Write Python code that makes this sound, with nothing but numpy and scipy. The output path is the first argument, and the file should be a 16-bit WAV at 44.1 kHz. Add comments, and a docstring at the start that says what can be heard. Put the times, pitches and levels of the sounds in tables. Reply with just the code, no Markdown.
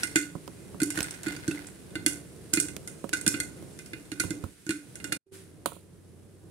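"""Popcorn bursts in a closed aluminium pressure cooker: each pop is a noise crack, a ring of the metal
and a low boom of beating modes. Flung kernels tick on lid and wall; rustle and sizzle swell and fade.
Filtered noise makes the gas flame and oil; knocks, bumps, snaps and pings fall among the pops.
The sound drops out, returns faintly, then a little below its old level with a pop's hiss and pot ring;
one last hard knock, with two faint ones after it, falls over the quieter burner."""
import sys
import numpy as np
from scipy import signal
from scipy.fft import rfft, irfft
from scipy.io import wavfile
from scipy.ndimage import uniform_filter1d

SR = 44100
rng = np.random.default_rng(int(sys.argv[2]) if len(sys.argv) > 2 else 0)


def put_to_file(sound):
    """Save the sound as 16-bit audio at rate SR, in the file named by the first command-line argument."""
    columns = np.atleast_2d(sound).T  # one column per channel
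    safe = np.clip(columns, -1, 1)
    whole_steps = np.round(safe * 32767)
    wavfile.write(sys.argv[1], SR, whole_steps.astype(np.int16))


N = 286727
RING_SIZE = 24576  # samples kept of each hit
T = np.arange(RING_SIZE) / SR  # seconds
F = np.arange(RING_SIZE // 2 + 1) * SR / RING_SIZE  # Hz
TOP_HZ = 15600
# moments when the sound shuts off, comes back faintly, then nearly fully
MUTE_S, FAINT_S, BACK_S = 5.171, 5.257, 5.311
SWITCH_S = 0.011


def undb(db):
    """Decibels to gain."""
    return 10 ** (np.asarray(db) / 20)


def ramp(start, length):
    """Straight rise from 0 to 1; both times in seconds."""
    return np.clip((np.arange(N) / SR - start) / length, 0, 1)


def response(points):
    """Causal (minimum-phase) frequency response through (frequency [Hz], level [dB]) points."""
    hz, db = np.transpose(points)
    level_db = np.interp(np.log(np.maximum(F, 1)), np.log(hz), db)
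    cepstrum = irfft(np.log(undb(level_db)))
    # folding the cepstrum onto positive time makes the response causal
    cepstrum[1:RING_SIZE // 2] *= 2
    cepstrum[RING_SIZE // 2 + 1:] = 0
    return np.exp(rfft(cepstrum))


def fade(t60):
    """Exponential decay that falls 60 dB in t60 seconds."""
    return undb(-60 * T / t60)


def pair(size, apart_db):
    """Stereo noise: a common part, and an opposite part at apart_db relative to it."""
    mid, side = rng.standard_normal((2, size))
    side = side * undb(apart_db)
    return np.array([mid + side, mid - side]) / np.hypot(1, undb(apart_db))


def pan(right_db):
    """Gains that put the right channel right_db above the left."""
    return undb(np.array([[-right_db], [right_db]]) / 2)


def unit(x):
    """Scale a hit to rms 1 over its first hundredth of a second."""
    return x / np.sqrt(np.mean(x[..., :SR // 100] ** 2))


def add(out, s, x):
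    """Mix a hit in at its time in seconds."""
    i = max(int(s * SR), 0)
    out[:, i:i + RING_SIZE] += x[..., :N - i]


RATTLE_DB = 2.5  # how unevenly the tail of a hit dies away


def rattle():
    """Gain that flickers from one moment to the next, as small rebounds crowd a hit's tail."""
    k = SR // 400  # samples per flicker step
    steps = np.repeat(rng.standard_normal(RING_SIZE // k + 1), k)
    flicker = uniform_filter1d(steps, k // 3)[:RING_SIZE]
    gain = undb(RATTLE_DB * flicker)
    return gain / np.sqrt(np.mean(gain ** 2))


def burst(colour, t60, tail_db, tail_t60, apart_db):
    """One hit through a body: contact spike, fast direct decay, then a diffuse tail from pot and tiles."""
    direct = pair(RING_SIZE, apart_db) * (fade(t60) + fade(t60 / 6))
    tail = pair(RING_SIZE, -1.2) * fade(tail_t60) * undb(tail_db) * rattle()
    hit = np.roll(irfft(rfft(direct + tail) * colour), 24, axis=1)
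    # the last tenth of a second closes to silence
    return unit(hit * np.minimum(1, 10 * (T[-1] - T)))


def modes(table):
    """One decaying sine a row of (frequency [Hz], level [dB], t60 [s])."""
    return np.array([undb(db) * np.sin(2 * np.pi * hz * T) * fade(t60) for hz, db, t60 in table])


def steady(source, points):
    """Colour a long source and bring it to rms 1."""
    x = signal.fftconvolve(source, irfft(response(points))[None], axes=1)[:, :N]
    return x / x.std()


def walk(rate):
    """Slow random wander with spread 1, heading for a new value rate times a second."""
    k = int(SR / rate)
    x = uniform_filter1d(np.repeat(rng.standard_normal(N // k + 1), k), k)[:N]
    return x / x.std()


# resonances of lid and wall: (frequency [Hz], width [Hz], level above the dense modes [dB])
METAL_RESONANCES = [(1455, 29.4, 23), (1521, 24, 18.5), (2070, 36.6, 17.5), (2466, 33, 12.5),
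                    (2812, 24, 11), (3640, 14, 0), (4284, 40, 2.5), (4445, 80, 0.5), (5500, 89, 0),
                    (7120, 330, -2), (7600, 120, -6), (8130, 79, 6), (8470, 110, 3), (9210, 60, 0),
                    (10150, 19, 2)]


def shell(ripple_db, turn):
    """Metal: strong resonances over rippling dense modes, each with its own phase at the two microphones."""
    peaks = 1 + sum(undb(db) / (1 + 2j * (F - hz) / width) for hz, width, db in METAL_RESONANCES)
    grid = np.linspace(3000, TOP_HZ, 260)
    ripple_levels = ripple_db * rng.standard_normal(len(grid)) * (grid > grid[0])
    ripple = response(np.column_stack([grid, ripple_levels]))
    # phase wanders in radians above the lowest resonance, opposite ways in the two channels
    phase = np.cumsum(turn * rng.standard_normal(len(F)) * (F > METAL_RESONANCES[0][0]))
    return peaks * ripple * np.exp(1j * phase * np.array([[1], [-1]]))


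# swells of rustle and sizzle; the last is a hissing tail of a pop as the sound returns:
# (time [s], rustle level [dB], sizzle level [dB], t60 [s])
SWELLS = [(-.03, -44, -44, 0.62), (.94, -39.5, -43, 0.92), (1.23, -47, -51, 1.33), (1.5, -51, -54.5, 0.74),
          (5.315, -57, -45, 0.58)]
SWELL_RISE_S = .03


def swells():
    """Gains of rustle and sizzle: each swell rises quickly and dies away."""
    gains = np.zeros((2, N))
    for s, rustle_db, sizzle_db, t60 in SWELLS:
        age = np.maximum(np.arange(N) / SR - s - SWELL_RISE_S, 0)
        swell = ramp(s, SWELL_RISE_S) * np.exp(-np.log(1000) * age / t60)
        gains += undb([[rustle_db], [sizzle_db]]) * swell
    return gains


# tone of the dry rustle: (frequency [Hz], level [dB])
RUSTLE_TONE = [(250, -12), (700, 2), (1200, -5), (1550, 4), (3000, -5.5), (4600, -5.5), (6000, -11.5),
               (12000, -16)]
# tone of the struck metal, also used for the hits: (frequency [Hz], level [dB])
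CLANG_TONE = [(400, -4.5), (1000, -14.5), (1250, -14.5), (1600, 0), (2300, -1.5), (2750, -0.5), (3080, -14),
              (3550, 3.5), (3950, -6.5), (4400, 0), (5000, -15), (8000, -31.5)]
GRAINS_PER_S, GRAIN_SPREAD_DB = 700, 3
RUSTLE_RING_DB = -4.5  # the metal's ring, relative to the dry rustle


def shuffle(metal):
    """Loose kernels touch each other and the pot: a dry rustle, and sparser touches that ring the metal."""
    chosen = rng.random(N) < GRAINS_PER_S / SR
    touches = chosen * undb(GRAIN_SPREAD_DB * rng.standard_normal(N)) * pair(N, -0.32)
    on_metal = touches * (rng.random(N) < .25)
    ringing = signal.fftconvolve(on_metal, irfft(metal), axes=1)[:, :N]
    dry_rustle = steady(touches, RUSTLE_TONE)
    return (dry_rustle + undb(RUSTLE_RING_DB) * steady(ringing, CLANG_TONE)) * pan(2.8)


# tone of the gas flame: (frequency [Hz], level [dB])
FLAME_TONE = [(25, -25.5), (55, -4.5), (95, -3), (170, 1), (240, -7.5), (330, -2.5), (480, -10),
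              (800, -22.5), (1500, -29.5), (4000, -45.5)]
# tone of the oil: (frequency [Hz], level [dB])
SIZZLE_TONE = [(700, -12), (1500, 4), (3000, 0.5), (5000, -0.5), (7000, 0), (8600, 4.5), (10300, 4.5),
               (12000, -4.5), (16000, -12.5)]
# burner levels while the corn pops, and late, ahead of the dropout's own gain
FLAME_DB, SIZZLE_DB = -46.5, -56.5
LATE_FLAME_DB, LATE_SIZZLE_DB, HUM_DB, HUM_HZ = -49, -61, -50.5, 95
# the background dips suddenly and creeps back
DIP_S, DIP_FALL_S, DIP_RECOVER_S, FLAME_DIP_DB, SIZZLE_DIP_DB = 4.46, 0.083, 0.61, -14, -2.5


def stove(metal):
    """Fluttering flame, fine sizzle and swelling rustle; quieter late on, with a faint hum."""
    late = ramp(FAINT_S, SWITCH_S)
    dip = ramp(DIP_S, DIP_FALL_S) - ramp(DIP_S + DIP_FALL_S, DIP_RECOVER_S)
    flame_gain = undb((1 - late) * FLAME_DB + late * LATE_FLAME_DB + dip * FLAME_DIP_DB)
    sizzle_gain = undb((1 - late) * SIZZLE_DB + late * LATE_SIZZLE_DB + dip * SIZZLE_DIP_DB)
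    rustle_gain, hiss_gain = swells()
    # the flame flutters by 1.6 dB, nine steps a second
    flame = steady(pair(N, -5), FLAME_TONE) * undb(1.6 * walk(9)) * pan(2.5)
    hum_hz = HUM_HZ + 4 * walk(23)
    hum = late * undb(HUM_DB) * np.sin(2 * np.pi * np.cumsum(hum_hz) / SR)
    sizzle = steady(pair(N, -1.2) * undb(.8 * walk(400)), SIZZLE_TONE) * pan(1.5)
    swelling_sizzle = np.hypot(sizzle_gain, hiss_gain) * sizzle
    return flame_gain * flame + hum + swelling_sizzle + rustle_gain * shuffle(metal)


def spot(depth_db):
    """Each kernel strikes another spot, which lifts some groups of modes and weakens others."""
    grid = np.geomspace(1000, TOP_HZ, 36)
    return response(np.column_stack([grid, depth_db * rng.standard_normal(len(grid))]))


# faint stray ticks at random until the dropout
STRAYS_PER_S, STRAY_CRACK_DB, STRAY_RING_DB, STRAY_SPREAD_DB = 3, -58.5, -59.5, 0.5


def strays():
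    """Rows of (time [s], crack level [dB], ring level [dB]) for faint ticks at random moments."""
    chance = rng.random((int(STRAYS_PER_S * MUTE_S), 2))
    lift_db = STRAY_SPREAD_DB * (2 * chance[:, 1] - 1)
    return list(zip(MUTE_S * chance[:, 0], STRAY_CRACK_DB + lift_db, STRAY_RING_DB + lift_db))


# kernels bursting, also played by booms():
# (time [s], crack level [dB], metal ring level [dB], pot boom level [dB])
POPS = [(0.0333, -25.5, -29, -41), (0.1572, -21, -20.5, -24.5), (0.8017, -36.5, -35.5, -49),
        (0.8172, -31.5, -33, -21.5), (0.975, -35, -33.5, -32.5), (1.266, -42, -34.5, -30),
        (1.4785, -34, -37.5, -24.5), (1.954, -40, -33, -37.5), (2.0622, -18, -26, -30),
        (2.5328, -34, -36, -32), (2.5718, -33, -28.5, -27.5), (3.1303, -37, -28, -37),
        (3.264, -26.5, -28, -29.5), (3.3406, -43, -32.5, -32), (3.9329, -48.5, -37.5, -40),
        (4.1169, -41, -39, -36.5), (4.1982, -29, -31.5, -35.5), (4.3055, -36, -39.5, -29.5),
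        (4.6655, -44.5, -45.5, -39), (4.6917, -34.5, -33.5, -27), (5.0421, -35, -37.5, -43),
        (5.1215, -37, -29.5, -39.5)]
# flung kernels hitting the metal: (time [s], crack level [dB], metal ring level [dB])
TICKS = [(.832, -26.5, -39.5), (.9034, -31, -39.5), (1.0284, -30.5, -50.5), (1.0414, -41.5, -40),
         (1.1083, -37, -52.5), (1.144, -49, -49), (1.2325, -39.5, -52), (1.2835, -40, -39),
         (1.322, -45.5, -44), (1.3635, -46, -45.5), (1.5123, -42.5, -41), (1.6686, -44, -67),
         (2.5363, -19, -32.5), (2.6, -21.5, -40.5), (2.6843, -40.5, -44), (2.8746, -36.5, -48.5),
         (3.1345, -27.5, -26.5), (3.170, -39, -48), (3.2116, -36.5, -55), (3.2775, -18, -30.5),
         (3.4013, -26.5, -30.5), (3.7895, -44.5, -45.5), (3.86, -47.5, -62), (4.2008, -27, -30.5),
         (4.706, -34, -31.5), (4.955, -41, -49), (5.0008, -54, -47.5), (5.125, -27.5, -35.5)]
# tone of the bright crack: (frequency [Hz], level [dB])
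CRACK_TONE = [(1500, -31), (3500, -14.5), (5000, -11.5), (6100, -5), (6850, -5.5), (7700, -5), (8300, -4.5),
              (9300, -2.5), (10200, -4.5), (11500, -11.5), (15500, -25.5)]


def metal_hits(metal):
    """Every kernel cracks and rings the same metal; each blow weighs the modes differently."""
    out = np.zeros((2, N))
    crack_colour, clang_colour = metal * response(CRACK_TONE), metal * response(CLANG_TONE)
    hits = [pop[:3] for pop in POPS] + list(TICKS) + strays()
    for s, crack_db, ring_db in hits:
        struck = spot(depth_db=2.5)
        crack = burst(crack_colour * struck, t60=0.025, tail_db=-13, tail_t60=0.3, apart_db=-1)
        clang = burst(clang_colour * struck, t60=0.05, tail_db=-13.0, tail_t60=0.35, apart_db=-7.0)
        add(out, s, undb(crack_db) * crack * pan(5.1) + undb(ring_db) * clang * pan(6.0))
    return out


# low modes of pot and lid: (frequency [Hz], level [dB], t60 [s])
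POT_MODES = [(289, 3.5, 0.47), (305, 2, 0.26), (318.1, -1.5, 0.24), (331.2, 2, 0.16), (391, 1, 0.33)]
# tone of a low thud, in booms and knocks: (frequency [Hz], level [dB])
THUD_TONE = [(60, -14), (160, 0.5), (235, -2), (320, 1), (700, -42.5)]


def booms():
    """The puff of each pop swells the air in the pot; close low modes beat against each other."""
    out = np.zeros((2, N))
    puff = modes([(318.6, 0, 0.069)])[0]
    boom = unit(signal.fftconvolve(modes(POT_MODES).sum(axis=0), puff)[:RING_SIZE])
    thud_colour = response(THUD_TONE)
    for s, _, _, db in POPS:
        thud = burst(thud_colour, t60=0.095, tail_db=-17.0, tail_t60=0.49, apart_db=-13.0)
        add(out, s, undb(db) * (boom + undb(-4) * thud))
    return out * pan(2.4)


# dull knocks: (time [s], knock level [dB], bright edge level [dB], low thud level [dB],
# hardness [dB per octave])
KNOCKS = [(0.353, -44, -78, -35.5, 0), (.478, -45.5, -72, -44, 1), (0.745, -49.5, -68.5, -41.5, -1.5),
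          (3.042, -36, -53, -37, -4), (3.625, -52, -57, -47, -7), (4.2373, -45, -41.5, -36, 4),
          (4.4387, -45, -49, -38, 10), (5.6585, -25.5, -23.5, -33.5, 6), (5.72, -43.5, -56, -50, 5),
          (5.766, -48.5, -66, -58, -3)]
# short-lived modes of a knock: (frequency [Hz], level [dB], t60 [s])
KNOCK_MODES = [(420, 2.5, 0.022), (548, -1.5, 0.048), (727, -6.5, 0.04), (962, -1.5, 0.025),
               (1098, -4, 0.026), (1290, -5.5, 0.023), (1453, -11, .03)]
# tone of a knock's bright edge: (frequency [Hz], level [dB])
EDGE_TONE = [(1000, -26), (2800, -0.5), (4200, -3), (5400, -17), (6900, -4), (8200, -5), (9400, 5.5),
             (11000, -6.5), (12800, -6), (16000, -7.5)]
# bumps of the hand on the phone: (time [s], frequency [Hz], level [dB])
BUMPS = [(4.243, 93.5, -27), (4.438, 91, -25.5)]


def knocks():
    """Short dull knocks that do not ring the lid, and soft bumps on the phone's case."""
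    out = np.zeros((2, N))
    edge_colour, thud_colour = response(EDGE_TONE), response(THUD_TONE)
    shapes = modes(KNOCK_MODES)
    octaves = np.log2(np.array(KNOCK_MODES)[:, 0])
    for s, knock_db, edge_db, thud_db, hardness_db in KNOCKS:
        # a harder contact favours the higher modes; the tiles add a faint tail
        weights = undb(hardness_db * octaves) * rng.choice([-1, 1], len(KNOCK_MODES))
        ring = weights @ shapes
        tiles = irfft(rfft(ring) * rfft(pair(RING_SIZE, -1.3) * fade(0.16)))
        body = unit(ring + undb(-39.5) * tiles)
        edge = burst(edge_colour, t60=0.03, tail_db=-15.5, tail_t60=0.33, apart_db=1.5)
        thud = burst(thud_colour, t60=0.083, tail_db=-22.5, tail_t60=0.23, apart_db=-9.0)
        add(out, s, undb(knock_db) * body * pan(16.4))
        add(out, s, undb(edge_db) * edge * pan(6.1))
        add(out, s, undb(thud_db) * thud * pan(9.8))
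    for s, hz, db in BUMPS:
        add(out, s, modes([(hz, db, .08)]) * pan(10))
    return out


# dry snaps that leave no metal ring: (time [s], level [dB])
SNAPS = [(0.477, -46.5), (0.9567, -42.5), (0.9891, -34), (1.0056, -28), (2.7650, -37.5), (3.092, -40)]
# tone of a snap: (frequency [Hz], level [dB])
SNAP_TONE = [(200, 4), (800, -4), (1300, -6.5), (2300, -2), (4000, -7.5), (6000, -6), (9000, -8.5),
             (16000, -14.5)]
# short pings of kernels and metal; the last, low and long, is the pot ringing on as the sound returns:
# (time [s], frequency [Hz], level [dB], t60 [s])
PINGS = [(0.9734, 1820, -31, 0.051), (1.2824, 4440, -35, .03), (1.364, 4750, -39.5, 0.033),
         (1.5115, 2650, -31, 0.041), (1.5748, 2080, -34.5, 0.043), (5.26, 385, -36, 0.58)]


def snaps_and_pings():
    """Dry broadband snaps of noise, and lone resonances that ring out as single decaying sines."""
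    out, colour = np.zeros((2, N)), response(SNAP_TONE)
    for s, db in SNAPS:
        snap = burst(colour, t60=.02, tail_db=-25, tail_t60=.15, apart_db=-5) * pan(8)
        add(out, s, undb(db) * snap)
    for s, hz, db, t60 in PINGS:
        add(out, s, modes([(hz, db, t60)]) * pan(6.8))
    return out


# gain while shut, while faint, and from then on
MUTE_DB, FAINT_DB, BACK_DB = -54, -22.5, -4.5


def dropout():
    """Gain that shuts off briefly and reopens in two steps, staying a little lower."""
    shut, faint, back = (ramp(s, SWITCH_S) for s in (MUTE_S, FAINT_S, BACK_S))
    return undb(MUTE_DB * (shut - faint) + FAINT_DB * (faint - back) + BACK_DB * back)


def scene():
    """The cooker on its burner."""
    metal = shell(ripple_db=2, turn=.045)
    return stove(metal) + metal_hits(metal) + booms() + knocks() + snaps_and_pings()


def record(dry):
    """The phone's low cut, rounded peaks, a brief dropout and a steep top cut."""
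    thinned = signal.sosfilt(signal.butter(3, 56, "highpass", fs=SR, output="sos"), dry)
    rounded = .9 * np.tanh(thinned / .9)
    top_cut = signal.ellip(8, .2, 70, TOP_HZ, fs=SR, output="sos")
    return signal.sosfilt(top_cut, rounded * dropout())


dry = scene()
out = record(dry)
put_to_file(out)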